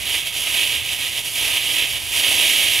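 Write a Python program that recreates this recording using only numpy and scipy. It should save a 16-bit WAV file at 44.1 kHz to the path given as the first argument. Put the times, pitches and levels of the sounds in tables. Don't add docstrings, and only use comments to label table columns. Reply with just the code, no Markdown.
import sys
import numpy as np
from scipy import signal
from scipy.fft import rfft, irfft
from scipy.io import wavfile
from scipy.ndimage import uniform_filter1d

SR = 44100
rng = np.random.default_rng(int(sys.argv[2]) if len(sys.argv) > 2 else 0)


def materialize(psi):
    bounded = np.clip(np.atleast_2d(psi).T, -1, 1)
    quanta = np.round(bounded * 32767).astype(np.int16)
    wavfile.write(sys.argv[1], SR, quanta)


N = 123479

# f/Hz, relative density/dB (per Hz)
RUMBLE_SPECTRUM = [(13, -41), (22, -14), (70, 1), (128, -3.5), (166, -11.5), (200, -12), (260, -39),
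                   (440, -120)]
# f/Hz, relative density/dB (per Hz)
AIR_SPECTRUM = [(150, -4), (400, 0), (1200, -5), (3000, -8), (8000, -18), (15000, -26)]
# t/s, level/dB, treble above the last band edge relative to that level/dB
BURN_COURSE = [(0.0, -28, -3), (0.15, -20.5, -5.5), (0.25, -29, -4.5), (0.27, -22.5, -4), (0.32, -32, -4),
               (0.35, -24, -4.5), (0.47, -24, -3), (0.47, -18, -7.5), (0.51, -24.5, -3), (0.57, -19, -6.5),
               (0.71, -22, -4), (0.76, -22, -5.5), (0.83, -28.5, -4), (0.92, -24, -2.5),
               (0.97, -28.5, -2.5), (1.02, -21, -5.5), (1.11, -29.5, -1.5), (1.19, -23, -5),
               (1.23, -34.5, -1.5), (1.26, -23.5, -4), (1.31, -30.5, -1), (1.38, -20.5, -4.5),
               (1.54, -19.5, -5.5), (1.57, -17.5, -6), (1.6, -23.5, -6), (1.73, -21.5, -3),
               (1.85, -19.5, -6.5), (1.87, -24.5, -3.5), (1.92, -27, -0.5), (1.97, -19, -7),
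               (1.99, -30, -2), (2.1, -27.5, -2.5), (2.18, -17.5, -5), (2.23, -21, -6), (2.24, -18, -7.5),
               (2.34, -18, -2.5), (2.42, -16, -4), (2.79, -20.5, -4.5), (2.8, -23, -3)]
# f/Hz, relative density/dB (per Hz)
JET_SPECTRUM = [(120, -31), (190, -21.5), (320, -16), (960, -17), (1080, -22), (1270, -19), (1430, -24.5),
                (1570, -18), (1730, -15), (2230, -4.5), (2980, 1), (3500, -3.5), (4230, -12.5), (5130, -16),
                (8020, -17.5), (9200, -15), (10100, -10), (11600, -14), (12500, -13), (13500, -19),
                (15500, -27.5)]
BAND_EDGES = [700, 1600, 4300]
BAND_FOLLOW = [0.89, 0.81, 0.91]
# delay/ms, signed share of the direct pressure/1
ECHO_PATHS = [(3.09, 0.2), (3.1, -0.033), (0.767, -0.036)]
# f/Hz, level/dB, likeness/1 (0 to 1), phase lead/rad
PORT_RELATION = [(60, -21, .78, 2), (130, -19, 0.5, 1.5), (220, -10.5, 0.4, 0.9), (400, -8.5, .6, 0.86),
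                 (650, -6, .8, .5), (1200, -4.5, .78, .3), (1430, -3.5, .5, .1), (1900, -5.5, .92, 0.01),
                 (2880, -5.5, 0.98, -0.23), (4200, -4, .82, -0.3), (5040, -0.8, .96, -0.07),
                 (7200, 0.2, 0.96, -0.2), (8000, -1.7, .995, 0.2), (8800, -2.5, 0.9, 0.15),
                 (9540, -1.5, .8, 0), (11000, -5, 0.7, -0.2), (12500, -6.5, 0.7, -1.2), (13600, -5, .7, 1),
                 (14100, -0.5, 0.97, 0.1)]

RUMBLE_DB, AIR_DB = -38.5, -49.5
BURN_MEAN_DB, TREBLE_MEAN_DB = -20.5, -4.5
JET_DB = 3
SPUTTER_HZ, SPUTTER_DB = 27.8, 0.5
FLICKER_HZ, FLICKER_DB = 7.5, 0.73
GRAIN_HZ, GRAIN_DB = 453, 0.99
TOP_HZ = 15680


def undb(db):
    return 10 ** (np.asarray(db) / 20)


def level(x, db):
    return x * undb(db) / np.sqrt(np.mean(x ** 2))


def bin_frequencies():
    return np.arange(N // 2 + 1) * SR / N


def over_hz(table, column=1):
    table = np.array(table)
    hz = np.maximum(bin_frequencies(), 1)
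    return np.interp(np.log(hz), np.log(table[:, 0]), table[:, column])


def colour(x, gain):
    return irfft(rfft(x) * gain, N)


def coloured_noise(spectrum):
    return colour(rng.standard_normal((2, N)), undb(over_hz(spectrum)))


def walk(hz):
    width = int(SR / hz)
    smooth = uniform_filter1d(rng.standard_normal(N), width)
    smooth = uniform_filter1d(smooth, width)
    return smooth / smooth.std()


def rumble():
    return level(coloured_noise(RUMBLE_SPECTRUM), RUMBLE_DB)


def air():
    return level(coloured_noise(AIR_SPECTRUM), AIR_DB)


def ground(x):
    hz = bin_frequencies()
    transfer = 1
    for delay_ms, share in ECHO_PATHS:
        transfer = transfer + share * np.exp(-2j * np.pi * hz * delay_ms / 1000)
    return colour(x, transfer)


def jet():
    t = np.arange(N) / SR
    times, burn_db, treble_db = np.array(BURN_COURSE).T
    swell_db = np.interp(t, times, burn_db) - BURN_MEAN_DB + SPUTTER_DB * walk(SPUTTER_HZ)
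    treble_swell_db = swell_db + np.interp(t, times, treble_db) - TREBLE_MEAN_DB
    bands_db = [slope * swell_db for slope in BAND_FOLLOW] + [treble_swell_db]

    gas = level(coloured_noise(JET_SPECTRUM), BURN_MEAN_DB + JET_DB)
    gas_spectrum = rfft(gas * undb(GRAIN_DB * walk(GRAIN_HZ)))
    band_of_bin = np.searchsorted(BAND_EDGES, bin_frequencies())
    total = np.zeros((2, N))
    for k, band_db in enumerate(bands_db):
        band = irfft(gas_spectrum * (band_of_bin == k), N)
        total += band * undb(band_db + FLICKER_DB * walk(FLICKER_HZ))
    return total


def scene():
    right, other = ground(jet()) + air() + rumble()
    gain = undb(over_hz(PORT_RELATION))
    alike = np.clip(over_hz(PORT_RELATION, column=2), 0, 1)
    lead = np.exp(1j * over_hz(PORT_RELATION, column=3))
    shared = colour(right, gain * alike * lead)
    unrelated = colour(other, gain * np.sqrt(1 - alike ** 2))
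    return np.array([shared + unrelated, right])


def record(dry):
    lowpass = signal.ellip(16, 0.3, 70, TOP_HZ, fs=SR, output="sos")
    return signal.sosfilt(lowpass, dry)


dry = scene()
out = record(dry)
materialize(out)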